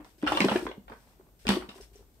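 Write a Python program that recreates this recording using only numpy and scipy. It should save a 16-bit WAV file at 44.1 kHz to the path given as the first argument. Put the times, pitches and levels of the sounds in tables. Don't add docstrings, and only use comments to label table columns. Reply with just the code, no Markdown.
import sys
import numpy as np
from scipy import signal
from scipy.fft import rfft, irfft, next_fast_len
from scipy.io import wavfile

SR = 44100
rng = np.random.default_rng(int(sys.argv[2]) if len(sys.argv) > 2 else 0)


def put_to_file(sound):
    columns = np.atleast_2d(sound).T
    safe = np.clip(columns, -1, 1)
    whole_steps = np.round(safe * 32767)
    wavfile.write(sys.argv[1], SR, whole_steps.astype(np.int16))


def makeup_ratio(level_db):
    decades = np.asarray(level_db, float) / 20
    return 10 ** decades


N = 97020

# start_s, peak_db, pitch_hz, t60_s
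BODY_THUMPS = [(0.0, -38.5, 300, 0.099), (0.18, -53.5, 353, 0.071), (0.233, -16, 295, 0.057),
               (0.246, -25, 290.5, 0.084), (0.319, -26.5, 313.5, 0.091), (0.349, -25, 327, 0.072),
               (0.403, -16, 285, 0.045), (0.414, -18, 189, 0.13), (0.4432, -10, 328.7, 0.05),
               (0.4516, -12.5, 387, 0.043), (0.4565, -12, 216.5, 0.03), (0.516, -19.5, 219, 0.14),
               (0.556, -11.5, 356.6, 0.061), (0.6235, -25, 300, 0.032), (.630, -31.5, 342, 0.12),
               (0.655, -19, 300, 0.022), (.669, -29.5, 446, .05), (0.6946, -24.5, 380, 0.029),
               (0.709, -43.5, 346, 0.07), (0.78, -29.5, 197, 0.035), (0.899, -44.5, 313, 0.082),
               (1.197, -43, 378.5, 0.047), (1.452, -38, 399, 0.11), (1.4682, -24.5, 228, 0.099),
               (1.4919, -9.5, 214, 0.051), (1.5121, -19.5, 202, 0.099), (1.5681, -17, 347.4, 0.053),
               (1.689, -34.5, 205, 0.044), (1.756, -45.5, 384, 0.16), (1.801, -42, 406, 0.098),
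               (1.915, -58.5, 397, 0.21), (1.955, -46.5, 403, 0.096), (1.992, -47, 420, 0.059),
               (2.007, -43.5, 421.5, 0.035)]
THUMP_RISE_S, PARTNER_RATIO, PARTNER_DB = 0.001, 1.765, -10
BODY_LOW_HZ = 111

# start_s, peak_db, pitch_hz, crack_db
LIMB_CLACKS = [(.046, -35, 976, -7.5), (0.277, -13, 1474, -35.5), (.216, -42.5, 3320, -24),
               (0.226, -38.5, 880, 1), (0.265, -19.5, 1510, -16), (.274, -18.5, 2780, -6),
               (.3215, -24, 900, 3), (0.349, -20.5, 3600, -14), (.372, -12.5, 973, -9),
               (.4045, -10.5, 2226, -5.5), (0.417, -13, 2047, -27), (.430, -48, 1706, -10.5),
               (0.448, -23, 3040, 3), (.484, -11.5, 1390, -50), (.494, -16, 2930, -49),
               (.518, -12.5, 843, -17), (.541, -41, 3080, -33), (.559, -15, 1683, -23),
               (0.666, -23, 1400, -20.5), (.668, -52, 3340, -31.5), (0.7139, -33.5, 730, -12.5),
               (.880, -34, 790, -30.5), (.898, -31.5, 832, -13), (1.703, -37, 3000, -10.5),
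               (1.452, -31.5, 740, -28), (1.469, -24.5, 3280, 5), (1.481, -22.5, 2640, -2.5),
               (1.490, -10, 995, 0), (1.52, -29.5, 3860, 9.5), (1.691, -33.5, 3793, -9)]
CLACK_RISE_S, MAIN_T60_S, MAIN_DB = 0.00095, 0.022, -5.5
CRACK_FALL_S, CRACK_DB, CRACK_HZ = 0.0016, 6.5, 3000
SPLINTER_T60_S, SPLINTER_DB, SPLINTER_LOW_HZ, SPLINTER_TOP_HZ = 0.038, -4, 450, 5873
SOFT_REACH, SOFT_SLOPE = 5, 0.23
HARD_DB = -24.5
LAG_SPREAD_S = 0.00069

# frequency_hz, level_db (per Hz)
WOOD_COLOUR = [(240, -32), (400, -11.5), (697, -10), (949, -7), (1710, -16.5), (2880, -16.5), (6950, -32.5),
               (9040, -27), (16000, -42)]
NEAR_DB, NEAR_OCTAVES = 5, 0.9

# start_s, peak_db, pitch_hz, t60_s
LIMB_TAPS = [(.2655, -43, 1400, 0.036), (.273, -23.5, 1358, 0.13), (.2735, -30, 2853, 0.2),
             (.279, -33, 1465, 0.044), (.289, -38, 1360, 0.036), (.298, -32.5, 1470, 0.019),
             (.305, -39, 3010, 0.038), (.3205, -12.5, 832, 0.015), (.322, -29.5, 2834, 0.051),
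             (.352, -49, 600, 0.025), (.360, -33, 2737, 0.11), (.3718, -21.5, 885, 0.0063),
             (.3735, -22, 2826, 0.03), (.4045, -13, 2212, 0.03), (.416, -24.5, 4014, 0.034),
             (.430, -38, 3000, 0.016), (.449, -35.5, 3960, 0.018), (.485, -30, 3800, 0.019),
             (.4932, -28, 697, 0.031), (.507, -36, 3110, 0.0115), (.529, -28.5, 1320, 0.018),
             (.5295, -45, 3560, 0.016), (.540, -34, 3080, 0.015), (.562, -22, 3050, 0.009),
             (1.1965, -55, 700, 0.01), (.6662, -28, 1720, 0.0085), (.6665, -25, 1010, 0.016),
             (.667, -44.5, 3370, 0.051), (.678, -39, 1575, 0.034), (.689, -42, 3370, 0.036),
             (.7135, -34, 590, 0.019), (.7137, -40, 2130, 0.022), (.7155, -37.5, 2910, 0.018),
             (.727, -56, 3000, .02), (.898, -45.5, 880, 0.036), (.910, -54.5, 690, 0.025),
             (.917, -44.5, 442, 0.06), (.930, -47.5, 950, 0.042), (1.4686, -20, 2470, 0.011),
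             (1.480, -18, 2960, 0.013), (1.4895, -14, 3540, 0.013), (1.4945, -17, 3030, 0.013),
             (1.501, -32, 4040, 0.02), (1.6908, -40, 2800, 0.033), (1.692, -44, 3716, .04),
             (1.956, -56.5, 5700, 0.082), (1.714, -49.5, 2890, .04), (1.81, -51.5, 5260, .08)]
TAP_RISE_S, TAP_LAG_S = 0.00059, 0.00011
# pitch_ratio, level_db, t60_share
TAP_NEIGHBOURS = [
    (.83, -11.5, 0.35),
    (1.07, -2, 0.62),
    (1.24, -4, 0.66),
    (1.898, -9, 0.32),
]

# start_s, length_s, level_db
JOINT_SHAKES = [(0, 0.025, -48.5), (.045, 0.025, -56), (.225, 0.13, -38), (.265, 0.19, -38),
                (.405, 0.07, -31.5), (.485, 0.1, -33.5), (.59, 0.11, -51.5), (.9, 0.039, -47),
                (1.0, 0.29, -67.5), (1.469, 0.032, -46.5), (1.49, 0.071, -30), (1.6, 0.045, -45),
                (1.69, 0.051, -54.5), (1.755, 0.083, -58), (1.94, 0.089, -68.5)]
SHAKE_RISE_S, SHAKE_SAG_DB, SHAKE_FALL_S = 0.0013, -0.5, 0.0051
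TICKS_PER_S, TICK_SPREAD_DB, TICK_T60_S, TICK_HZ, TICK_KINDS = 280, 4.5, 0.017, 2810, 24
BODY_SHAKE_DB, DULL_HZ, DULL_SLOPE = -7, 1884, 0.8
# pitch_hz, width_hz, level_db
BODY_MODES = [
    (185.2, 73, -16.5),
    (226, 13.6, 19),
    (300, 23, 18),
    (368, 8.5, 11.5),
]

# start_s, level_db
BOARD_SWAYS = [
    (0.032, -53),
    (0.259, -39.5),
    (0.438, -63.5),
    (0.628, -42.5),
    (.85, -45.5),
    (1.437, -36.5),
    (1.582, -45),
    (1.801, -45),
    (1.917, -48.5),
]
SWAY_HZ, SWAY_RISE_S, SWAY_T60_S = 52.9, 0.02, 0.46

# start_s, length_s, level_db
BRUSH_STROKES = [(.045, 0.068, -66), (.18, 0.19, -65.5), (.27, 0.31, -48), (.49, 0.16, -53.5),
                 (.9, 0.23, -69.5), (1.39, 0.16, -63), (1.49, 0.06, -44), (1.685, 0.058, -64),
                 (1.745, 0.033, -57.5), (1.805, 0.033, -58.5), (1.93, 0.064, -65), (2.14, 0.019, -73.5)]
STROKE_RISE_S, STROKE_SAG_DB, STROKE_FALL_S = 0.003, -1, 0.035
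GRAINS_PER_S, GRIT_DB = 6000, 4.5
# frequency_hz, level_db (per Hz)
SCUFF_COLOUR = [(880, -34), (1500, -3.5), (4780, -4.5), (5280, -2), (7100, -11), (8080, -6.5), (10300, -12),
                (13400, -12), (16000, -24.5)]

# frequency_hz, t60_s
ROOM_DECAY = [(100, 0.15), (300, 0.28), (1000, 0.25), (3000, 0.26), (8000, 0.31), (16000, 0.38)]
ROOM_DB, ROOM_GAP_S, THUMP_ROOM_DB = -3, 0.004, -2.5

# frequency_hz, level_db (per Hz)
AIR_COLOUR = [(15, -31), (40, -2.5), (59, 0), (363, -10.5), (1890, -27), (9320, -30), (10700, -36.5),
              (12900, -21.5), (16000, -30.5)]
AIR_DB, HUM_DB, HUM_HZ, HUM_WIDTH_HZ = -63, -65, 50.3, 13

# frequency_hz, likeness (0 to 1)
LIKENESS = [(100, 0.74), (400, 0.85), (700, 0.78), (1100, 0.04), (16000, 0.025)]
# frequency_hz, left_minus_right_db
PORT_TILT = [(60, 4.5), (130, -5), (290, 2.5), (1400, -2), (3100, 3.5), (6000, 1), (8500, 13.5),
             (12000, -0.5)]
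LOW_CUT_HZ, TOP_HZ = 36, 15700


def thumps():
    out, t = np.zeros(N), np.arange(0, .25, 1 / SR)
    rise = 1 - np.exp(-(t / THUMP_RISE_S) ** 2)
    for s, db, hz, t60 in BODY_THUMPS:
        partner = ring(hz * PARTNER_RATIO, t60 * .5)
        blow = ring(hz, t60) + makeup_ratio(PARTNER_DB) * partner
        add(out, s, -makeup_ratio(db) * rise * blow)
    return colour(out, lambda hz: 1 / (1 + (BODY_LOW_HZ / (hz + 1)) ** 4))


def clacks():
    out, cracks, t = np.zeros((2, N)), np.zeros((2, N)), np.arange(0, .1, 1 / SR)
    lucks = rng.random((len(LIMB_CLACKS), 40, 3))
    noises = rng.standard_normal((len(LIMB_CLACKS), 2, len(t)))
    rise, crack_fall = 1 - np.exp(-t / CLACK_RISE_S), np.exp(-t / CRACK_FALL_S)
    for (s, db, hz, crack_db), luck, noise in zip(LIMB_CLACKS, lucks, noises):
        knock = makeup_ratio(MAIN_DB) * ring(hz, MAIN_T60_S, .1)
        knock = knock + makeup_ratio(SPLINTER_DB) * splinters(luck, SPLINTER_T60_S, hz)
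        reach_hz = SOFT_REACH * hz * makeup_ratio(SOFT_SLOPE * (db - HARD_DB))
        knock = signal.lfilter(*signal.butter(2, min(reach_hz, SR / 2.2), fs=SR), knock)
        for ear in range(2):
            at = s + ear * LAG_SPREAD_S * (luck[0, 2] - .2)
            add(out[ear], at, makeup_ratio(db) * rise * knock)
            add(cracks[ear], at, makeup_ratio(db + crack_db + CRACK_DB) * noise[ear] * crack_fall)
    return out + colour(cracks, lambda hz: makeup_ratio(read(SCUFF_COLOUR, hz)) / np.sqrt(1 + (hz / CRACK_HZ) ** 2))


def splinters(luck, t60, near_hz):
    pitches = SPLINTER_LOW_HZ * (SPLINTER_TOP_HZ / SPLINTER_LOW_HZ) ** luck[:, 0]
    levels = read(WOOD_COLOUR, pitches)
    levels = levels + NEAR_DB * np.exp(-(np.log2(pitches / near_hz) / NEAR_OCTAVES) ** 2)
    out = 0
    for hz, db, (_, side, length) in zip(pitches, levels, luck):
        out = out + np.sign(side - .5) * makeup_ratio(db) * np.sqrt(hz) * ring(hz, t60 * (.5 + length), .1)
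    return out / abs(out).max()


def taps():
    out, t = np.zeros((2, N)), np.arange(0, .1, 1 / SR)
    rise = 1 - np.exp(-t / TAP_RISE_S)
    for k, (s, db, hz, t60) in enumerate(LIMB_TAPS):
        tap = ring(hz, t60, .1)
        for ratio, near_db, share in TAP_NEIGHBOURS:
            tap = tap + makeup_ratio(near_db) * ring(hz * ratio, t60 * share, .1)
        for ear in range(2):
            add(out[ear], s + ear * (-1) ** k * TAP_LAG_S, -makeup_ratio(db) * rise * tap)
    return out


def chatter():
    spread = makeup_ratio(TICK_SPREAD_DB * np.minimum(rng.exponential(1, N), 3))
    ticks = spread * (rng.random(N) < TICKS_PER_S / SR)
    kind, luck = rng.integers(0, TICK_KINDS, (2, N)), rng.random((TICK_KINDS, 12, 3))
    limbs = np.zeros((2, N))
    for k in range(TICK_KINDS):
        knock = splinters(luck[k], TICK_T60_S, TICK_HZ)
        limbs += signal.oaconvolve(ticks * (kind == k), knock[None], axes=1)[:, :N]
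    limbs = evened(paired(*limbs))
    hollow = sum(makeup_ratio(db) * ring(hz, 2.9 / width) for hz, width, db in BODY_MODES)
    body = signal.oaconvolve(ticks * rng.standard_normal(N), hollow)[:N]
    shake = bouts(JOINT_SHAKES, SHAKE_RISE_S, SHAKE_SAG_DB, SHAKE_FALL_S)
    dull = colour(limbs, lambda hz: 1 / (1 + (hz / DULL_HZ) ** 4))
    hard = np.minimum(shake / makeup_ratio(HARD_DB), 1) ** DULL_SLOPE
    return shake * (dull + hard * (limbs - dull) + makeup_ratio(BODY_SHAKE_DB) * evened(body))


def sways():
    out, t = np.zeros(N), np.arange(0, .25, 1 / SR)
    rise = np.clip(t / SWAY_RISE_S, 0, 1) ** 2
    fade = np.cos(2 * np.pi * t)
    for s, db in BOARD_SWAYS:
        add(out, s, makeup_ratio(db) * rise * ring(SWAY_HZ, SWAY_T60_S) * fade)
    return out


def scuff():
    noise = rng.standard_normal((2, N))
    grit = makeup_ratio(GRIT_DB * np.minimum(rng.exponential(1, (2, N)), 3))
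    grains = noise * (.5 + grit * (rng.random((2, N)) < GRAINS_PER_S / SR))
    bright = evened(colour(grains, lambda hz: makeup_ratio(read(SCUFF_COLOUR, hz))))
    return bouts(BRUSH_STROKES, STROKE_RISE_S, STROKE_SAG_DB, STROKE_FALL_S) * bright


def bouts(rows, rise_s, sag_db, fall_s):
    t, power = np.arange(N) / SR, 0
    for s, length, db in rows:
        held = np.clip((t - s) / length, 0, 1)
        rise = np.clip((t - s) / rise_s, 0, 1)
        fall = np.exp(-np.maximum(t - s - length, 0) / fall_s)
        power = power + (makeup_ratio(db + sag_db * held) * rise * fall) ** 2
    return np.sqrt(power)


def room(x):
    taps, gap = np.zeros((2, SR // 2)), 22
    starts = np.arange(round(ROOM_GAP_S * SR), SR // 2 - gap, gap)
    places = starts + rng.integers(0, gap, (2, len(starts)))
    np.put_along_axis(taps, places, rng.choice([-1., 1.], (2, len(starts))), 1)
    hz, t, z = signal.stft(paired(*taps), SR, nperseg=256)
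    decay = makeup_ratio(-60 * t / read(ROOM_DECAY, hz)[:, None])
    tail = signal.istft(z * decay, SR, nperseg=256)[1]
    return signal.fftconvolve(x[None], tail / np.linalg.norm(tail[0]), axes=1)[:, :N]


def air():
    a, b, c = rng.standard_normal((3, N))
    hiss = colour(paired(a, b), lambda hz: makeup_ratio(read(AIR_COLOUR, hz)))
    hum = colour(c, lambda hz: 1 / (1 + ((hz - HUM_HZ) / HUM_WIDTH_HZ) ** 4))
    return makeup_ratio(AIR_DB) * evened(hiss) + makeup_ratio(HUM_DB) * evened(hum)


def ring(hz, t60, length=.25):
    t = np.arange(0, length, 1 / SR)
    return makeup_ratio(-60 * t / t60) * np.sin(2 * np.pi * hz * t)


def add(mix, s, sound):
    part = mix[max(round(s * SR), 0):][:len(sound)]
    part += sound[:len(part)]


def evened(x):
    return x / np.sqrt(np.mean(x ** 2) + 1e-20)


def read(points, hz):
    f, value = np.transpose(points)
    return np.interp(np.log(hz + 1), np.log(f + 1), value)


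def colour(x, gain):
    size = next_fast_len(x.shape[-1] + 4096)
    return irfft(rfft(x, size) * gain(np.fft.rfftfreq(size, 1 / SR)), size)[..., :x.shape[-1]]


def paired(a, b):
    same = lambda hz: np.clip(read(LIKENESS, hz), 0, 1)
    return np.array([a, colour(a, same) + colour(b, lambda hz: np.sqrt(1 - same(hz) ** 2))])


def scene():
    low = thumps()
    limbs = clacks() + chatter() + taps()
    echo = room(limbs[0] + makeup_ratio(THUMP_ROOM_DB) * low)
    return low + limbs + makeup_ratio(ROOM_DB) * echo + sways() + scuff() + air()


def top_cut(x):
    return signal.sosfilt(signal.butter(12, 16460, fs=SR, output="sos"), x)


def record(dry):
    def port(hz):
        sides = makeup_ratio(np.array([[.5], [-.5]]) * read(PORT_TILT, hz))
        return sides / (1 + (LOW_CUT_HZ / (hz + 1)) ** 6) * (hz < TOP_HZ)
    return top_cut(colour(dry, port))


dry = scene()
out = record(dry)
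put_to_file(out)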